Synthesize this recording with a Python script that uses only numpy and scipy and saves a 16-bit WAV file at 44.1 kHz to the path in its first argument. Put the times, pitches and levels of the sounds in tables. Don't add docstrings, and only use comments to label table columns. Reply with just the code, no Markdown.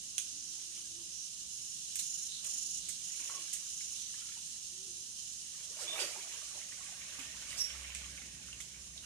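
import sys
import numpy as np
from scipy import signal
from scipy.fft import rfft, irfft, next_fast_len
from scipy.io import wavfile
from scipy.ndimage import map_coordinates

SR = 44100
rng = np.random.default_rng(int(sys.argv[2]) if len(sys.argv) > 2 else 0)


def int16_out(signal):
    q = np.round(np.clip(np.atleast_2d(signal).T, -1, 1) * 32767)
    wavfile.write(sys.argv[1], SR, q.astype(np.int16))


N = 399105

# frequency in Hz, left-right correlation.
STEREO_LIKENESS = [(60, 0.93), (290, 0.92), (640, 0.7), (1400, 0.55), (3000, 0.065), (14000, 0.058)]


def water_flow():
    # crest time, rise and fall in seconds,
    # slosh level in dB, trickle level in dB.
    strokes = [(.605, 0.043, 0.059, -82, -62), (.76, 0.097, 0.063, -90, -60), (2.46, 0.13, 0.25, -72, -64),
               (3.22, 0.32, 0.96, -79, -56.5), (3.33, 0.15, 0.19, -66, -72), (4.26, 0.27, 0.51, -93, -61.5),
               (5.61, 0.19, 0.091, -75, -60.5), (5.82, 0.11, 0.11, -59.5, -50.5),
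               (6.0, 0.22, 0.2, -52, -45), (6.199, 0.63, 0.9, -66.5, -60), (6.33, .15, 0.17, -70, -56),
               (6.56, 0.11, 0.08, -64.5, -82), (7.135, 0.055, .06, -62.5, -57), (7.2, 0.05, 0.09, -62, -53),
               (7.52, 0.063, 0.17, -66.5, -52.5), (7.78, .12, .1, -66, -63),
               (9.03, 0.076, 0.19, -84, -58.5)]
    power = amp([[-85], [-73.5]]) ** 2
    for crest_s, rise_s, fall_s, slosh_db, trickle_db in strokes:
        power = power + (amp([[slosh_db], [trickle_db]]) * surge(crest_s, rise_s, 0, fall_s)) ** 2
    pushed, running = np.sqrt(power)
    stream = amp(-56) * surge(7.304, rise_s=1.8, hold_s=0.61, fall_s=1.45)
    return pushed, running * amp(wobble(22)), stream * amp(wobble(22))


def slosh(strength):
    # frequency in Hz, gain in dB.
    tone = [(150, -34), (280, -5), (400, -2), (490, 0), (660, 0.5), (900, -3), (1200, 0), (2000, 1.5),
            (3500, -22), (8000, -52)]
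    gulps = bubble_cloud(centre_hz=850, octaves=0.857, cycles=13, size_db=1.7, count=2100)
    water = spread(gulps + noise(), tone)
    return echoed(water * strength, wet_db=1) * lean(right_db=1)


def trickle(strength):
    # frequency in Hz, gain in dB.
    tone = [(300, -41), (900, -8), (1500, -8), (2200, -3), (3000, 0), (4500, -7.5), (6500, -3), (9500, 3.5),
            (14000, -11.5)]
    patter = bubble_cloud(centre_hz=3356, octaves=0.742, cycles=4.4, size_db=5, count=6000)
    water = spread(patter + amp(-2.5) * noise(), tone)
    return echoed(water * strength, wet_db=1.5) * lean(right_db=8)


def draining_net(strength):
    # frequency in Hz, gain in dB.
    tone = [(300, -17), (600, -2), (900, -8), (1400, -8.5), (2000, -3), (2800, 0.5), (4000, -2),
            (6500, -6.5), (9500, -10), (14000, -13)]
    patter = bubble_cloud(centre_hz=2300, octaves=0.55, cycles=5.5, size_db=4.5, count=6000)
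    water = spread(patter + amp(0.5) * noise(), tone)
    return echoed(water * strength, wet_db=1.5) * lean(right_db=5.5)


def splats():
    # start in seconds, length in seconds, level in dB.
    bursts = [(5.78, 0.076, -44), (5.974, 0.067, -40.5), (6.017, 0.069, -56), (7.193, 0.035, -57),
              (7.464, 0.079, -48.5)]
    envelope = np.zeros(N)
    for start, length, db in bursts:
        add(envelope, start, amp(db) * np.hanning(int(length * SR)))
    landings = noise() * (rng.random((2, N)) < 0.12)
    crackle = unit(equalised(landings, [(2000, -7), (4800, 16), (9000, 15), (14000, -14)]))
    return echoed(crackle * envelope, wet_db=-2) * lean(right_db=9.5)


def drops():
    # start in seconds, level in dB, pitch in Hz, decay in cycles.
    hits = [(.58, -64, 820, 5), (3.195, -63, 288, 11), (3.295, -46, 1280, 7.4), (3.298, -47.5, 1050, 7),
            (3.317, -52, 1030, 6.4), (3.335, -61, 566, 9), (3.808, -46, 2100, 8.2), (4.14, -50.5, 1660, 9),
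            (4.219, -59, 1320, 9), (4.29, -59, 1300, 9), (4.32, -46, 2320, 9.8), (4.368, -61.5, 884, 11),
            (5.706, -58, 440, 5), (5.767, -56, 612, 7), (5.787, -53, 894, 12), (5.822, -52, 480, 6),
            (5.843, -56, 490, 6), (5.892, -43, 2210, 13), (5.894, -53, 640, 6), (5.919, -54, 560, 6),
            (5.958, -44, 1190, 11), (5.988, -47, 900, 9), (5.99, -50, 464, 8), (6.016, -49, 359, 7.2),
            (6.158, -46, 823, 11), (6.174, -57, 373, 6), (6.318, -49, 2150, 8), (6.34, -56, 950, 8),
            (6.415, -54, 1200, 9.9), (6.548, -55, 563, 7.4), (6.574, -54, 740, 6.6), (6.614, -48, 2030, 16),
            (6.722, -44.5, 1870, 7.4), (6.785, -60, 703, 12), (6.806, -53, 1060, 9.3),
            (6.885, -55, 768, 9.4), (6.922, -56, 720, 7), (7.0165, -43, 2166, 9), (7.186, -51.5, 245, 4),
            (7.513, -38, 2850, 7), (7.528, -39, 1900, 5), (7.7044, -34, 2800, 4), (7.75, -47, 1220, 7),
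            (7.847, -41, 2050, 9.8), (7.904, -39, 2840, 5), (7.921, -38, 2700, 6.5), (7.953, -42, 2190, 7),
            (8.0102, -43, 2860, 4), (8.043, -39, 2960, 7), (8.1763, -41, 2360, 6.3), (8.182, -44, 2006, 7),
            (8.218, -44, 2000, 7), (8.485, -51, 1400, 5.4), (8.529, -38, 2660, 9.9), (8.603, -42, 2040, 7),
            (8.743, -47.5, 2160, 12), (8.978, -35, 3520, 6)]
    plops, t = np.zeros(N), np.arange(SR // 5) / SR
    for start, db, hz, cycles in hits:
        band = signal.butter(2, [0.7 * hz, 1.4 * hz], "bandpass", fs=SR)
        spatter = unit(signal.lfilter(*band, rng.standard_normal(len(t))))
        spatter *= amp(-8) * np.exp(-t * hz / cycles)
        add(plops, start, amp(db) * (bubble(t, hz, cycles, rise=0.07) + spatter))
    return echoed(plops, wet_db=-4.5) * lean(right_db=5)


def escaping_air():
    # start and length in seconds, target pitch in Hz, upward glide as a share of it, level in dB.
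    whistles = [(3.341, 0.049, 1071, -0.1, -56), (3.364, 0.069, 318, -.7, -68),
                (5.792, .05, 1496, 0.57, -59.5), (5.874, 0.07, 3640, 0.06, -40.5),
                (5.915, 0.05, 684, 0.2, -54.5), (5.993, 0.068, 4660, .02, -40),
                (6.021, 0.036, 1695, -.22, -55)]
    sound = np.zeros(N)
    for start, length, hz, glide, db in whistles:
        age = np.arange(int(length * SR)) / SR
        pitch = hz * (1 - glide * np.exp(-age / 0.0177) + 0.014 * wobble(130)[:len(age)])
        envelope = amp(db + 2.5 * wobble(130)[:len(age)]) * signal.windows.tukey(len(age), 0.2)
        add(sound, start, envelope * np.sin(phase_of(pitch)))
    return echoed(sound, wet_db=-4) * lean(right_db=5)


def drips(strength):
    count, centre_hz, ceiling = 220, 2450, amp(-54)
    plinks, t = np.zeros(N), np.arange(SR // 20) / SR
    for when, pitch, size in rng.random((count, 3)):
        at = int(when * N)
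        ring = bubble(t, centre_hz * 2 ** (1.2 * (pitch - 0.5)), cycles=4.5, rise=0.05)
        add(plinks, at / SR, min(strength[at], ceiling) * amp(12 * size - 6) * ring)
    return echoed(plinks, wet_db=-8) * lean(right_db=-6)


def near_insect():
    # start in seconds, end in seconds, level in dB.
    bouts = [(1.52, 1.765, -47.5), (1.976, 2.287, -39.5), (2.446, 2.805, -39.5), (3.03, 3.382, -42.5),
             (3.649, 3.985, -44)]
    # centre in Hz, width in Hz, gain in dB.
    modes = [(2860, 150, -10), (4070, 34, -6), (5580, 400, -0.5), (6190, 280, 2), (6630, 370, 4),
             (7130, 380, 3), (8840, 460, -5.5), (9580, 810, -6.5), (11000, 1040, -16.5), (12040, 330, -16)]
    syllables_per_s, scrapes = 25.5, np.zeros(N)
    for start, end, db in bouts:
        syllables = round((end - start) * syllables_per_s)
        progress = np.linspace(0, 1, int((end - start) * SR))
        throb = np.sqrt(np.abs(np.sin(np.pi * syllables * progress)))
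        add(scrapes, start, amp(db) * throb * signal.windows.tukey(len(throb), 0.12))

    def body(hz):
        ring = sum((-1) ** k * amp(db) * 1j * hz * width / (centre ** 2 - hz ** 2 + 1j * hz * width)
                   for k, (centre, width, db) in enumerate(modes))
        return ring / (1 + (2600 / (hz + 1)) ** 8)

    rasp = filtered(noise(), body)
    rasp[0] = equalised(rasp[0], [(5400, -9), (6400, -4.5), (8000, -13)])
    flutter = amp(0.9 * wobble(110))
    return unit(rasp) * np.hypot(scrapes, amp(chorus_db() - 9)) * flutter


def chorus_db():
    roused = plateau(1.98, ramp_s=0.48, hold_s=2)
    tiring_s = np.maximum(np.arange(N) / SR - 6.18, 0)
    return -45.5 + 1.5 * roused - 2 * tiring_s


def insect_chorus():
    # frequency in Hz, left gain in dB, right gain in dB.
    tone = [(1170, -30, -30.5), (2240, -25, -29), (2860, -16, -5.5), (3390, -18, -8), (4130, -10.5, -4.5),
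            (4560, -11, -8), (5370, -8.5, -1), (6610, 1.5, -0.2), (7420, -23, 0), (8000, -17, -4),
            (9180, -21, -2.5), (10920, -27.5, -14), (13800, -35.5, -28.5)]
    # start and end in seconds, centre and width in Hz, level in dB.
    buzzes = [(0.199, 0.71, 6030, 1500, -54), (1.085, 1.304, 5870, 800, -52.5),
              (2.262, 2.44, 3880, 850, -54), (2.786, 2.98, 4040, 1400, -57.5),
              (3.926, 4.123, 3850, 1390, -59.5), (3.966, 4.16, 6140, 450, -53),
              (5.141, 5.456, 6800, 900, -57), (6.267, 6.415, 6700, 248, -58), (6.7, 6.98, 7400, 1800, -59)]
    sides = [np.array(tone)[:, [0, side]] for side in (1, 2)]
    hiss = filtered(noise(), lambda hz: amp([along(side, hz) for side in sides]) * (hz > 900))
    flutter_db = 0.4 * wobble(9) + 0.6 * wobble(45) + 0.6 * np.array([wobble(160), wobble(160)])
    sound = unit(bank_reflections(hiss, gain=0.16, count=8)) * amp(chorus_db() + flutter_db)
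    for start, end, hz, width_hz, db in buzzes:
        swell = signal.windows.tukey(int((end - start) * SR), 0.6)
        add(sound, start, amp(db) * swell * noise_band(hz, width_hz)[:, :len(swell)] * lean(right_db=15))
    return sound


def ticks():
    # start in seconds, level in dB, attack and 60 dB decay in seconds,
    # ring gain in dB, crack low-pass in Hz, ring pitch in Hz.
    hits = [(0.1806, -20.5, 0.00009, 0.021, 1, 10500, 3180), (1.956, -29.5, .0003, 0.055, -6, 14000, 2300),
            (1.9905, -30.5, .0003, 0.084, 0, 12000, 4100), (2.443, -35, .001, 0.065, 2, 12000, 3000),
            (2.4665, -34, .0005, .04, -12, 12000, 3000), (2.885, -27.5, 0.0046, 0.065, -14.5, 12000, 3100),
            (3.528, -25.5, 0.0056, 0.079, -25, 11800, 3100), (7.191, -37.5, .0003, 0.045, 7, 8950, 2700),
            (7.949, -28.5, 0.0002, 0.028, -2, 7000, 2400), (8.601, -39, 0.0022, 0.1, 3, 11930, 3200)]
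    # frequency in Hz, gain in dB.
    tone = [(300, -29), (1000, -29), (2000, -12.5), (3200, -9), (4500, -12), (6800, 4), (9500, 1.5),
            (12000, -10.5), (15000, -4)]
    rebound_s, rebound_db = 0.0058, -7
    cracks, rings, t = np.zeros((2, N)), np.zeros((2, N)), np.arange(SR // 6) / SR
    for start, db, attack_s, t60, ring_db, edge_hz, ring_hz in hits:
        rebound = (t > rebound_s) * amp(rebound_db - 60 * (t - rebound_s) / t60)
        envelope = amp(db) * (1 - np.exp(-t / attack_s)) * np.hypot(amp(-60 * t / t60), rebound)
        soften = signal.butter(2, edge_hz, fs=SR)
        add(cracks, start, signal.lfilter(*soften, envelope * noise(len(t))))
        wood = signal.iirpeak(ring_hz, Q=6.6, fs=SR)
        add(rings, start, amp(ring_db) * signal.lfilter(*wood, envelope * noise(len(t))))
    return echoed(equalised(cracks, tone) + rings, wet_db=-3) * lean(right_db=10.5)


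def bird():
    call_s, rise_s, hoarse_s = 7.611, 0.064, 0.05
    flick_hz, flick_lead_s, flick_s, scoop_hz_per_s = 289, 0.018, 0.0076, 22000
    t = np.arange(N) / SR - call_s
    scoop = scoop_hz_per_s * np.clip(-t - flick_lead_s, 0, rise_s)
    flick = flick_hz * np.exp(-((t + flick_lead_s) / flick_s) ** 2)
    roughness = 0.012 + 0.036 * np.clip(-t / flick_lead_s, 0, 1)
    note = np.zeros(N)
    for hz, db in [(5510, -32.5), (5690, -37.5)]:
        phase = phase_of((hz + flick - scoop) * (1 + roughness * wobble(1200)))
        note += amp(db) * (np.sin(phase) + amp(-15.5) * np.sin(2 * phase))
    note *= surge(call_s, rise_s, hold_s=0.011, fall_s=0.022) * np.sqrt(np.clip(1 + t / hoarse_s, 0, 1))
    swell = np.hanning(int(hoarse_s * SR))
    rasp = noise_band(6800, width_hz=4400)[0, :len(swell)]
    add(note, call_s - hoarse_s, amp(-43.5) * swell * rasp)
    return echoed(note, wet_db=-2) * lean(right_db=12)


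def engine():
    # time in seconds, firing rate in Hz.
    speed = [(7.25, 64.2), (7.48, 52.15), (7.75, 65.4), (8.05, 65.2), (8.25, 61.7)]
    # multiple of the firing rate, gain in dB.
    orders = [(2, -9.5), (2.5, -14), (4.5, -19)]
    boom_hz, boom_width_hz, boom_db = 66.1, 2.7, 11.5
    hz = np.interp(np.arange(N) / SR, *np.transpose(speed))
    phase = phase_of(hz * (1 + 0.0118 * wobble(14)))
    boom = amp(boom_db * np.exp(-((hz - boom_hz) / boom_width_hz) ** 2))
    overtones = sum(amp(db + 0.96 * wobble(10)) * np.sin(k * phase) for k, db in orders)
    envelope = amp(-63.5) * surge(7.37, rise_s=0.42, hold_s=N / SR, fall_s=1)
    return envelope * (boom * np.sin(phase) + overtones)


def drone():
    # start, length and glide time in seconds, top pitch in Hz, glide as a share of it,
    # octave gain in dB, level in dB.
    notes = [(0.22, 0.93, 0.4, 335, 0.27, -15, -75), (0.92, .2, .1, 337, 0.02, -18, -70),
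             (4.7, 0.21, 0.19, 392, 0.12, -18, -69), (4.81, .11, .03, 392, .03, -15, -66),
             (4.85, 0.11, .03, 344, .02, -14, -65), (4.93, .14, .05, 356, .02, -14, -73)]
    sound, fade_s = np.zeros(N), 0.06
    for start, length, glide_s, top_hz, glide, octave_db, db in notes:
        age = np.arange(int(length * SR)) / SR
        hz = top_hz * (1 - glide * np.maximum(1 - age / glide_s, 0) ** 2)
        phase = phase_of(hz * (1 + 0.025 * wobble(90)[:len(age)]))
        fades = signal.windows.tukey(len(age), 2 * fade_s / length)
        envelope = amp(db + 2.1 * wobble(29.4)[:len(age)]) * fades
        add(sound, start, envelope * (np.sin(phase) + amp(octave_db) * np.sin(2 * phase)))
    return echoed(sound, wet_db=-6)


def traffic():
    # frequency in Hz, gain in dB.
    tone = [(25, -26), (42, -6), (60, 1), (125, -4.5), (170, 0), (220, -5), (300, -10.5), (550, -18),
            (1200, -29.5), (2500, -21.5), (6000, -39)]
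    nearer = plateau(8, ramp_s=1.5, hold_s=1.5)
    return spread(noise(), tone) * amp(-68.5 + 5 * nearer + 0.99 * wobble(3.58))


def bubble(t, hz, cycles, rise):
    age = t * hz / cycles
    phase = 2 * np.pi * hz * t * (1 + rise * np.minimum(age, 4) / 2)
    return np.sin(phase) * np.exp(-age) * (1 - np.exp(-t * hz))


def bubble_cloud(centre_hz, octaves, cycles, size_db, count):
    t, clouds = np.arange(700) / SR, []
    for _ in range(2):
        hz = np.clip(centre_hz * 2 ** (octaves * rng.standard_normal((count, 1))), 250, 13000)
        size = amp(size_db * np.minimum(rng.exponential(size=(count, 1)), 3))
        at = rng.integers(0, N, (count, 1)) + np.arange(len(t))
        rings = size * bubble(t, hz, cycles, rise=0.059) * (1 - t / t[-1])
        clouds.append(unit(np.bincount(at.ravel(), rings.ravel(), N)[:N]))
    return np.array(clouds)


def echoed(x, wet_db):
    # frequency in Hz, 60 dB decay in seconds.
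    decay = [(200, 0.27), (2000, 0.22), (6000, 0.33), (12000, 0.26)]
    hz, t, scatter = signal.stft(noise(SR // 3), SR, nperseg=256)
    alike = along(STEREO_LIKENESS, hz)[:, None]
    scatter[1] = alike * scatter[0] + np.sqrt(1 - alike ** 2) * scatter[1]
    envelope = amp(-60 * t / along(decay, hz)[:, None]) * (1 - np.exp(-t / 0.0018))
    tail = signal.istft(scatter * envelope, SR, nperseg=256)[1]
    tail /= np.linalg.norm(tail[0])
    return x + amp(wet_db) * signal.fftconvolve(np.atleast_2d(x), tail, axes=1)[:, :N]


def bank_reflections(x, gain, count):
    taps = np.zeros((2, SR // 40))
    taps[:, 0] = 1
    for side in taps:
        side[rng.integers(SR // 600, len(side), count)] = gain * rng.choice([-1, 1], count)
    return signal.fftconvolve(x, taps, axes=1)[:, :N]


def spread(pair, tone):
    def mid_side(hz):
        angle = np.arccos(along(STEREO_LIKENESS, hz)) / 2
        return amp(along(tone, hz)) * np.array([np.cos(angle), np.sin(angle)])

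    mid, side = filtered(pair, mid_side)
    return unit(np.array([mid + side, mid - side]))


def lean(right_db):
    return amp(np.array([[-right_db], [right_db]]) / 2)


def away(start, rise_s, hold_s, fall_s):
    t = np.arange(N) / SR - start
    return np.maximum(-t / rise_s, 0) + np.maximum((t - hold_s) / fall_s, 0)


def surge(full_s, rise_s, hold_s, fall_s):
    return amp(-20 * np.minimum(away(full_s, rise_s, hold_s, fall_s), 10))


def plateau(full_s, ramp_s, hold_s):
    return np.maximum(1 - away(full_s, ramp_s, hold_s, ramp_s), 0)


def wobble(rate):
    knots = rng.standard_normal(int(N * rate / SR) + 4)
    fine = np.linspace(0, len(knots) - 1, len(knots) * 10)
    return np.interp(np.arange(N) * rate / SR, fine, map_coordinates(knots, [fine]))


def noise(samples=N):
    return rng.standard_normal((2, samples))


def noise_band(hz, width_hz):
    detune = 2 * (np.fft.rfftfreq(SR, 1 / SR) - hz) / width_hz
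    return unit(irfft(rfft(noise(SR)) / (1 + detune ** 2), SR))


def filtered(x, response):
    size = next_fast_len(N + 8192)
    return irfft(rfft(x, size) * response(np.fft.rfftfreq(size, 1 / SR)), size)[..., :N]


def equalised(x, tone):
    return filtered(x, lambda hz: amp(along(tone, hz)))


def along(points, hz):
    freqs, values = np.transpose(points)
    return np.interp(np.log(hz + 1), np.log(freqs + 1), values)


def phase_of(hz):
    return 2 * np.pi * np.cumsum(hz) / SR


def add(track, start, sound):
    part = track[..., max(round(start * SR), 0):][..., :sound.shape[-1]]
    part += sound[..., :part.shape[-1]]


def amp(db):
    return 10 ** (np.asarray(db) / 20)


def unit(x):
    return x / np.sqrt(np.mean(x ** 2) + 1e-20)


def scene():
    pushed, running, stream = water_flow()
    water = slosh(pushed) + trickle(running) + draining_net(stream)
    droplets = drips(np.hypot(running, stream)) + splats() + drops() + escaping_air()
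    around = insect_chorus() + near_insect() + ticks() + bird()
    far = (engine() + drone() + traffic()) * lean(right_db=4)
    return water + droplets + around + far


def record(dry):
    left_lead_s, top_hz = 0.00011, 14350
    pair = filtered(dry, lambda hz: np.exp(1j * np.pi * hz * left_lead_s * np.array([[1], [-1]])))
    return filtered(pair, lambda hz: 1 / (1 + (hz / top_hz) ** 120))


dry = scene()
out = record(dry)
int16_out(out)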